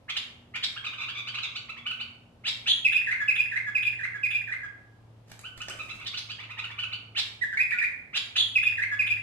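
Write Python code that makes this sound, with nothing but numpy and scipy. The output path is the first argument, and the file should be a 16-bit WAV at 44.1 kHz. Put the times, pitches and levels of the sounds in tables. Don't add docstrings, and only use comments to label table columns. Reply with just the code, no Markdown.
import sys
import numpy as np
from scipy import signal
from scipy.fft import rfft, irfft, next_fast_len
from scipy.io import wavfile
from scipy.ndimage import uniform_filter1d

SR = 44100
rng = np.random.default_rng(int(sys.argv[2]) if len(sys.argv) > 2 else 0)


def pcm_store(signal):
    levels = np.round(np.clip(np.atleast_2d(signal), -1, 1) * 32767)
    wavfile.write(sys.argv[1], SR, levels.astype(np.int16).T)


N = 406602
TIME = np.arange(N) / SR

# start in seconds, hesitation in seconds, pitch in Hz, level in dB,
# accent of the two lowest notes in dB.
PHRASES = [(2.844, 0, 2559, -12.5, 4), (3.277, 0.03, 2530, -14.5, 2.5), (3.747, .037, 2504, -16.5, 0.5),
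           (4.229, .042, 2478, -17.5, 0), (8.551, .005, 2539, -13.5, 4.5), (8.988, .03, 2483, -15.5, -1.5)]


def from_db(db):
    return 10 ** (np.asarray(db) / 20)


def rms_one(x):
    return x / np.sqrt(np.mean(np.abs(x) ** 2) + 1e-20)


def at_hz(points, hz):
    table_hz, values = np.transpose(points)
    return np.interp(np.log(hz + 1e-3), np.log(table_hz), values)


def shaped(x, colour):
    size = next_fast_len(N)
    gain = from_db(at_hz(colour, np.fft.rfftfreq(size, 1 / SR)))
    return irfft(rfft(x, size) * gain, size)[:N]


def coloured_noise(colour):
    return rms_one(shaped(rng.standard_normal(N), colour))


def flutter(width_hz):
    lowpass = signal.butter(4, width_hz, fs=SR, output="sos")
    return rms_one(signal.sosfilt(lowpass, rng.standard_normal(N)))


def air(level_db=-58):
    # frequency in Hz, relative spectral density in dB per Hz.
    background_colour = [(20, -27), (34, -29.5), (47, -2), (60, -10.5), (95, 1), (140, -5), (230, -6.5),
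                         (350, -11.5), (800, -14), (1600, -26), (3000, -28), (6000, -37), (13000, -45)]
    # frequency in Hz, left-right correlation from 0 to 1.
    likeness = [(40, 0.93), (120, 0.95), (300, 0.76), (700, 0.46), (2000, 0.041)]
    alike = np.clip(at_hz(likeness, np.fft.rfftfreq(N, 1 / SR)), -1, 1)
    mid = rfft(coloured_noise(background_colour)) * np.sqrt((1 + alike) / 2)
    side = rfft(coloured_noise(background_colour)) * np.sqrt((1 - alike) / 2)
    return from_db(level_db) * irfft([mid + side, mid - side], N)


def drone(hz, level_rows, waver_db):
    phase = 2 * np.pi * np.cumsum(hz) / SR
    level_db = np.interp(TIME, *np.transpose(level_rows)) + waver_db * flutter(4.6)
    return np.sqrt(2) * from_db(level_db) * np.sin(phase)


def hums(engine_db=-2.0, octave_db=0.0):
    # time in seconds, level of the firing tone in dB before engine_db.
    firing_level = [(0.0, -70), (0.07, -63), (1.34, -53), (1.64, -60), (4.11, -51), (4.7, -58), (5.21, -53),
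                    (5.47, -56), (6.8, -49), (8.06, -65), (8.24, -56.5), (9.22, -46.5)]
    # time in seconds, level in dB before octave_db.
    octave_level = [(0.0, -78), (0.39, -60), (1.24, -86), (1.86, -61.5), (3.55, -76), (3.6, -94.5)]
    start_hz, sag_hz_per_s = 120.8, 1.6
    hz = start_hz - sag_hz_per_s * TIME
    firing = from_db(engine_db) * drone(hz, firing_level, waver_db=1.0)
    octave = from_db(octave_db) * drone(2 * hz, octave_level, waver_db=1.5)
    return firing + octave


def syrinx(notes, partials, rasp_hz, jitter, jitter_hz, hiss_db, bloom_db=0, whim=0, break_at=0.31):
    gestures = { "dip": [(0, 1.17, -20), (.14, 1.02, -2), (.28, 1, -1), (.55, .98, -2), (.7, .77, -10),
                (.8, .99, -6), (.92, 1.04, -10), (1, 1.08, -22)], "hold": [(0, 1.12, -18), (.12, 1.02, -10),
                (.35, .97, -6), (.64, .98, 1), (.82, 1.04, -3), (1, 1.16, -18)], "scoop": [(0, 1.25, -16),
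                (.15, 1.13, 0), (.33, .97, -3), (.5, .91, -4), (.72, 1.08, -2), (.88, .97, -6),
                (1, .85, -16)], "lift": [(0, .8, -12), (.18, .98, -1), (.5, 1.01, 0), (.8, 1.1, 0),
                (1, .66, -8)], "flat": [(0, .96, -12), (.12, 1.02, -1), (.7, .99, -2), (1, .95, -12)],
                "vee": [(0, .95, -20), (.25, 1, -2), (.45, .96, -5), (.7, .83, -5), (1, 1, -16)],
                "rise": [(0, .66, -16), (.3, .81, -2), (.6, .97, 0), (.85, 1, -1), (1, .99, -13)],
                "climb": [(0, .82, -10.5), (.2, .74, -1), (.38, .98, 2.5), (.88, 1, -2), (1, 1, -19)],
                "arch": [(0, .74, -12), (.25, .9, -2), (.55, 1, 0), (.8, .88, -3), (1, .74, -12)],
                "sweep": [(0, .48, -20), (.3, .7, -4), (.6, .86, 0), (.88, 1, 0), (1, 1.03, -12)],
                "fall": [(0, 1, -12), (.25, 1, 0), (.7, .92, -1), (1, .86, -10)], "sag": [(0, 1.08, -10),
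                (.1, 1.05, -2), (.3, .93, -1), (.7, 1.02, 0), (.9, .97, -2), (1, .92, -12)],
                "crest": [(0, .88, -12), (.2, .95, -2), (.42, 1.06, 0), (.6, .99, 0), (.85, .96, -1),
                (1, .95, -10)], }
    # frequency in Hz, relative spectral density in dB per Hz.
    hiss_colour = [(1500, 10.5), (4000, 13), (6000, 7), (8000, 4.5), (10200, 2), (13000, 1)]
    # multiple of the pitch, share of the beak opening (in dB) that it receives.
    beak = [(.5, -.4), (1, 0), (1.5, 1)]
    out, wobble, hiss = np.zeros(N), flutter(jitter_hz), coloured_noise(hiss_colour)
    chaos = rms_one(flutter(rasp_hz) + 1j * flutter(rasp_hz))
    for start, gesture, length, hz, level_db, rasp, open_db in notes:
        i = np.arange(int(start * SR), min(N, int((start + length) * SR)))
        share, ratio, swell_db = np.transpose(gestures[gesture])
        along = np.linspace(0, 1, len(i))

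        pressure = (1 + np.tanh(10 * (along - break_at))) / 2
        rasp = np.clip(rasp, 0, 1) * pressure

        hurry = np.exp(whim * rng.standard_normal())
        glide = uniform_filter1d(np.interp(along ** hurry, share, ratio), size=120)
        pitch = hz * glide * (1 + jitter * wobble[i])
        phase = 2 * np.pi * np.cumsum(pitch) / SR

        onset_db = bloom_db * (pressure - 1)
        tone = 0
        for multiple, db in partials:
            beak_db = open_db * np.interp(multiple, *np.transpose(beak))
            partial_db = db + beak_db + onset_db * min(abs(multiple - 1), 1)
            tone = tone + from_db(partial_db) * np.exp(1j * multiple * phase)

        voice = np.sqrt(2) * np.real(tone * (np.sqrt(1 - rasp) + np.sqrt(rasp) * chaos[i]))
        effort_db = level_db + np.interp(along, share, swell_db)
        effort = from_db(effort_db) * signal.windows.tukey(len(i), .1)
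        out[i] += effort * (voice + from_db(hiss_db) * pressure * hiss[i])
    return out


def chips():
    # start in seconds, gesture, length in seconds, pitch in Hz, level in dB, rasp from 0 to 1.
    calls = [ (0.080, "sweep", 0.032, 2980, -35, 0.99), (0.154, "sweep", 0.027, 3760, -32, 0.56),
             (0.538, "arch", 0.036, 2510, -34.5, 0.46), (0.625, "rise", 0.026, 3974, -28.5, 0.63),
             (2.437, "sweep", 0.062, 4017, -31, 0.4), (2.657, "rise", 0.034, 3213, -30, 0.3),
             (6.057, "climb", 0.028, 3926, -37, 1), (6.164, "climb", 0.033, 4400, -36.5, 0.8),
             (7.147, "sweep", 0.059, 4093, -29.5, 0.55), (8.128, "sweep", 0.056, 3728, -30, 0.9),
             (8.354, "rise", 0.02, 3320, -27.5, 0.5), ]
    # multiple of the pitch, level in dB.
    partials = [(0.6, -3.5), (1.001, 6), (1.347, -1.5), (2.004, -9), (2.806, -15)]
    notes = [(*row, 0) for row in calls]
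    return syrinx(notes, partials, rasp_hz=680, jitter=0.014, jitter_hz=500, hiss_db=-3.5,
                  bloom_db=8.5, break_at=0.46)


def warble():
    # start in seconds, gesture, length in seconds, pitch in Hz, level in dB,
    # rasp from 0 to 1, beak opening in dB.
    notes = [ (.757, "rise", 0.029, 3255, -36, 0.4, -23), (.837, "rise", 0.022, 2975, -30, 0.9, -4),
             (.861, "fall", 0.019, 2583, -29.5, 0.26, 1.5), (.922, "rise", 0.025, 3103, -35, 1, -17),
             (.977, "sag", 0.076, 2523, -33.5, 0.95, -1), (1.077, "rise", 0.03, 3187, -31.5, 0.9, -6.5),
             (1.147, "sag", 0.063, 2400, -34.5, 0.3, 3), (1.262, "rise", 0.034, 3123, -30.5, 0.8, -1.5),
             (1.338, "rise", 0.023, 2726, -31, 0.84, 0), (1.370, "rise", 0.027, 3140, -32, 0.84, -7),
             (1.426, "fall", 0.034, 2675, -30.5, 0.8, 6), (1.548, "rise", 0.031, 3026, -32, 0.17, 4.5),
             (1.685, "rise", 0.025, 2730, -33.5, 0, -6), (1.764, "rise", 0.028, 2290, -39.5, 0.2, 0),
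             (5.431, "rise", 0.047, 3067, -37.5, 0.02, -15), (5.597, "rise", 0.033, 2994, -34, 0.32, -13),
             (5.690, "rise", 0.032, 3062, -36.5, 0, -21), (5.787, "crest", 0.038, 2540, -34.5, 0.13, -7),
             (5.887, "rise", 0.022, 2670, -36, 0.06, 0), (5.908, "flat", 0.0133, 2664, -32.5, 0.1, 0),
             (5.992, "crest", 0.045, 2434, -38.5, 0.5, -6), (6.131, "rise", 0.024, 3040, -32, 0.1, -3),
             (6.287, "rise", 0.036, 3116, -34, 1, 2), (6.383, "rise", 0.034, 2510, -37.5, 0.4, -0.5),
             (6.422, "rise", 0.026, 2814, -42, 0.97, -4), (6.491, "rise", 0.033, 2577, -36, 0.6, -7),
             (6.571, "rise", 0.036, 2610, -31, 0.65, -1.5), (6.638, "fall", .023, 2940, -30, 0.4, -9.5),
             (6.697, "rise", 0.028, 2367, -37, 0.4, -2), ]
    # multiple of the pitch, level in dB.
    partials = [(.5, -10), (1, 0), (1.5, -4.5), (2, -19.5), (2.5, -21.5), (3, -29.5), (4, -41)]
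    return syrinx(notes, partials, rasp_hz=270, jitter=0.016, jitter_hz=265, hiss_db=-14.5, whim=0.247)


def cadences():
    # delay in seconds, gesture, length in seconds, pitch in Hz, level in dB,
    # rasp from 0 to 1, beak opening in dB.
    closing_notes = [(0, "climb", 0.0328, 3020, -27, 0.18, -11),
                     (.046, "vee", 0.0254, 3003, -21, 0.07, -9.5),
                     (0.138, "rise", .033, 3030, -27.5, 0.11, 1)]
    starts = [1.854, 6.778]
    # multiple of the pitch, level in dB.
    partials = [(.5, -17), (1, -3), (1.5, -10.5)]
    notes = [(start + delay, *note) for start in starts for delay, *note in closing_notes]
    return syrinx(notes, partials, rasp_hz=400, jitter=.005, jitter_hz=260, hiss_db=-17.5)


def shrills():
    # start in seconds, gesture, length in seconds, pitch in Hz, level in dB, rasp from 0 to 1.
    cries = [(2.672, "crest", .055, 3422, -23.5, 0.2), (8.365, "crest", 0.055, 3430, -22.5, 0.28)]
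    # multiple of the pitch, level in dB.
    partials = [(1, 3.5), (1.19, -4.5), (2.001, -15.5), (2.899, -19)]
    notes = [(*row, 0) for row in cries]
    return syrinx(notes, partials, rasp_hz=325, jitter=0.038, jitter_hz=295, hiss_db=-19, break_at=.1)


def whistle(notes):
    # multiple of the pitch, level in dB.
    partials = [(1, -1.5), (2, -29), (3, -35.5), (4, -34), (5, -35.5)]
    return syrinx(notes, partials, rasp_hz=487, jitter=0.0066, jitter_hz=300, hiss_db=-25.5)


def phrases():
    # delay in seconds, share of the hesitation from 0 to 1, gesture, length in seconds,
    # pitch ratio, level in dB, rasp from 0 to 1.
    motif = [(0, 0.01, "dip", .043, 1, 0, 0), (.095, .1, "hold", .04, 0.99, -1, 0),
             (0.168, .35, "rise", .012, .85, -17, 0), (.22, .5, "scoop", .04, .68, -12, 0),
             (.263, .55, "lift", .026, .795, -5.5, .15), (0.357, 1, "flat", 0.04, .664, -12.5, 0.04)]
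    notes = []
    for phrase_start, hesitation, hz, phrase_db, accent_db in PHRASES:
        for delay, share, gesture, length, ratio, note_db, rasp in motif:
            start = phrase_start + delay + share * hesitation
            lowest = gesture in ("scoop", "flat")
            level_db = phrase_db + note_db + accent_db * lowest
            if start < TIME[-1]:
                notes.append((start, gesture, length, hz * ratio, level_db, rasp, 0))
    return whistle(notes)


def buzzes(delay_s=.075, length_s=0.018, hz=3376, rasp=0.25, against_phrase_db=-18):
    # multiple of the pitch, level in dB.
    partials = [(0.502, -3.5), (0.749, 7.5), (1, -0.5), (2, -21), (2.999, -13.5)]
    notes = [(start + delay_s, "lift", length_s, hz, phrase_db + against_phrase_db, rasp, 0)
             for start, _, _, phrase_db, _ in PHRASES]
    return syrinx(notes, partials, rasp_hz=408, jitter=0.0096, jitter_hz=400, hiss_db=-29.0)


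def flourish():
    # start in seconds, gesture, length in seconds, pitch in Hz, level in dB.
    run = [(7.411, "vee", 0.043, 1990, -15.5), (7.521, "scoop", 0.028, 1668, -23),
           (7.57, "arch", 0.014, 2310, -15.5), (7.586, "climb", 0.043, 2518, -18),
           (7.707, "fall", 0.0073, 2460, -17), (7.715, "arch", 0.028, 2020, -20),
           (7.743, "flat", 0.028, 1463, -31), (7.784, "fall", 0.012, 2482, -15.5),
           (7.813, "arch", 0.023, 2023, -19), (7.832, "rise", .018, 2466, -17.5)]
    return whistle([(*row, 0, 0) for row in run])


def song():
    # frequency in Hz, gain in dB.
    throat = [(300, -50.5), (750, -4), (1000, -2.5), (1800, -2.5), (3000, 0.5), (4200, -2.5), (5600, -4.5),
              (7300, -4), (8600, -13.5), (9800, -6), (11200, -13), (12600, -12.5)]
    voices = chips() + warble() + cadences() + shrills() + phrases() + buzzes() + flourish()
    return shaped(voices, throat)


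def courtyard(x, near_t60=0.1, scatter_db=-.5, far_db=-1.02, build_s=0.007, right_lag=4):
    # frequency in Hz, reverberation time (60 dB decay) in seconds.
    yard_t60 = [(500, 0.87), (2000, 0.54), (4000, 0.42), (8000, 0.5), (13000, 0.52)]
    t = np.arange(SR) / SR
    hz = np.fft.rfftfreq(SR, 1 / SR)
    near = rms_one(rng.standard_normal((2, SR)) * from_db(-60 * t / near_t60))

    white = rfft(rng.standard_normal((2, SR)))
    centres = [row[0] for row in yard_t60]
    far = 0
    for band, (_, t60) in zip(np.eye(len(centres)), yard_t60):
        far = far + irfft(white * np.interp(hz, centres, band), SR) * from_db(-60 * t / t60)
    far = rms_one(far * (1 - np.exp(-t / build_s)))

    response = (from_db(scatter_db) * near + from_db(far_db) * far) / np.sqrt(SR)
    response[[0, 1], [0, right_lag]] += 1

    spectrum = rfft(response, 2 * SR)
    local_power = uniform_filter1d(np.abs(spectrum) ** 2, size=160)
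    even = irfft(spectrum / np.sqrt(local_power))[:, :SR]
    return signal.fftconvolve(x[None], even, axes=1)[:, :N]


def knock(start, level_db, t60):
    return (TIME >= start) * from_db(level_db - 60 * np.clip((TIME - start) / t60, 0, 2))


def wings(grain_db=7.0):
    # start in seconds, length in seconds, level in dB before the grain.
    strokes = [(5.253, 0.12, -49.5), (5.554, 0.059, -50), (5.677, 0.055, -51), (5.728, 0.19, -48.5),
               (5.862, 0.19, -47)]
    # frequency in Hz, relative spectral density in dB per Hz.
    feather_colour = [(150, 3), (350, -1), (600, -6), (900, -8), (2000, -5.5), (7000, -12), (12000, -23)]
    swish = 0
    for start, length, db in strokes:
        swish = swish + from_db(db) * np.sin(np.pi * np.clip((TIME - start) / length, 0, 1)) ** 2
    return swish * from_db(grain_db * (flutter(88) - 1.0)) * coloured_noise(feather_colour)


def claws(t60=0.015):
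    # start in seconds, level in dB, pitch in Hz.
    contacts = [(5.392, -37, 7600), (5.413, -43, 8500), (5.618, -36, 7000), (5.684, -25.5, 6000),
                (5.698, -32, 8500), (5.851, -48, 5000), (5.896, -44, 5500), (6.048, -39, 4000)]
    # multiple of the pitch, relative spectral density in dB per Hz.
    tick_colour = [(.5, -9), (1, -5), (2, -32)]
    ticks = 0
    for start, db, hz in contacts:
        ticks = ticks + knock(start, db, t60) * coloured_noise(np.array(tick_colour) * [hz, 1])
    return ticks


def landing(start_s=5.684, level_db=-43.5, t60=0.38, rattle_db=3.5):
    # frequency in Hz, relative spectral density in dB per Hz.
    wood_colour = [(100, -12), (220, -6), (400, 4.5), (650, 5), (1000, -16), (2000, -2.5), (6000, -22),
                   (13000, -36)]
    rattle = knock(start_s, level_db, t60) * from_db(rattle_db * flutter(70))
    return rattle * coloured_noise(wood_colour)


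def scene(cage_db=1.0):
    # time in seconds, left minus right in dB.
    facing = [(1.2, -1.5), (1.8, -2.5), (2.6, 0), (3.6, -2.5), (4.4, -3), (5.2, -2), (7.7, -2), (8.2, -1.5),
              (8.7, -1.5)]
    pan_db = np.interp(TIME, *np.transpose(facing)) / 2
    cage = courtyard(song() + wings() + claws() + landing())
    return cage * from_db(cage_db + np.array([pan_db, -pan_db])) + hums() + air()


def record(dry, cutoff_hz=13300):
    lowpass = signal.ellip(12, .2, 80, cutoff_hz, fs=SR, output="sos")
    return signal.sosfilt(lowpass, dry)


dry = scene()
out = record(dry)
pcm_store(out)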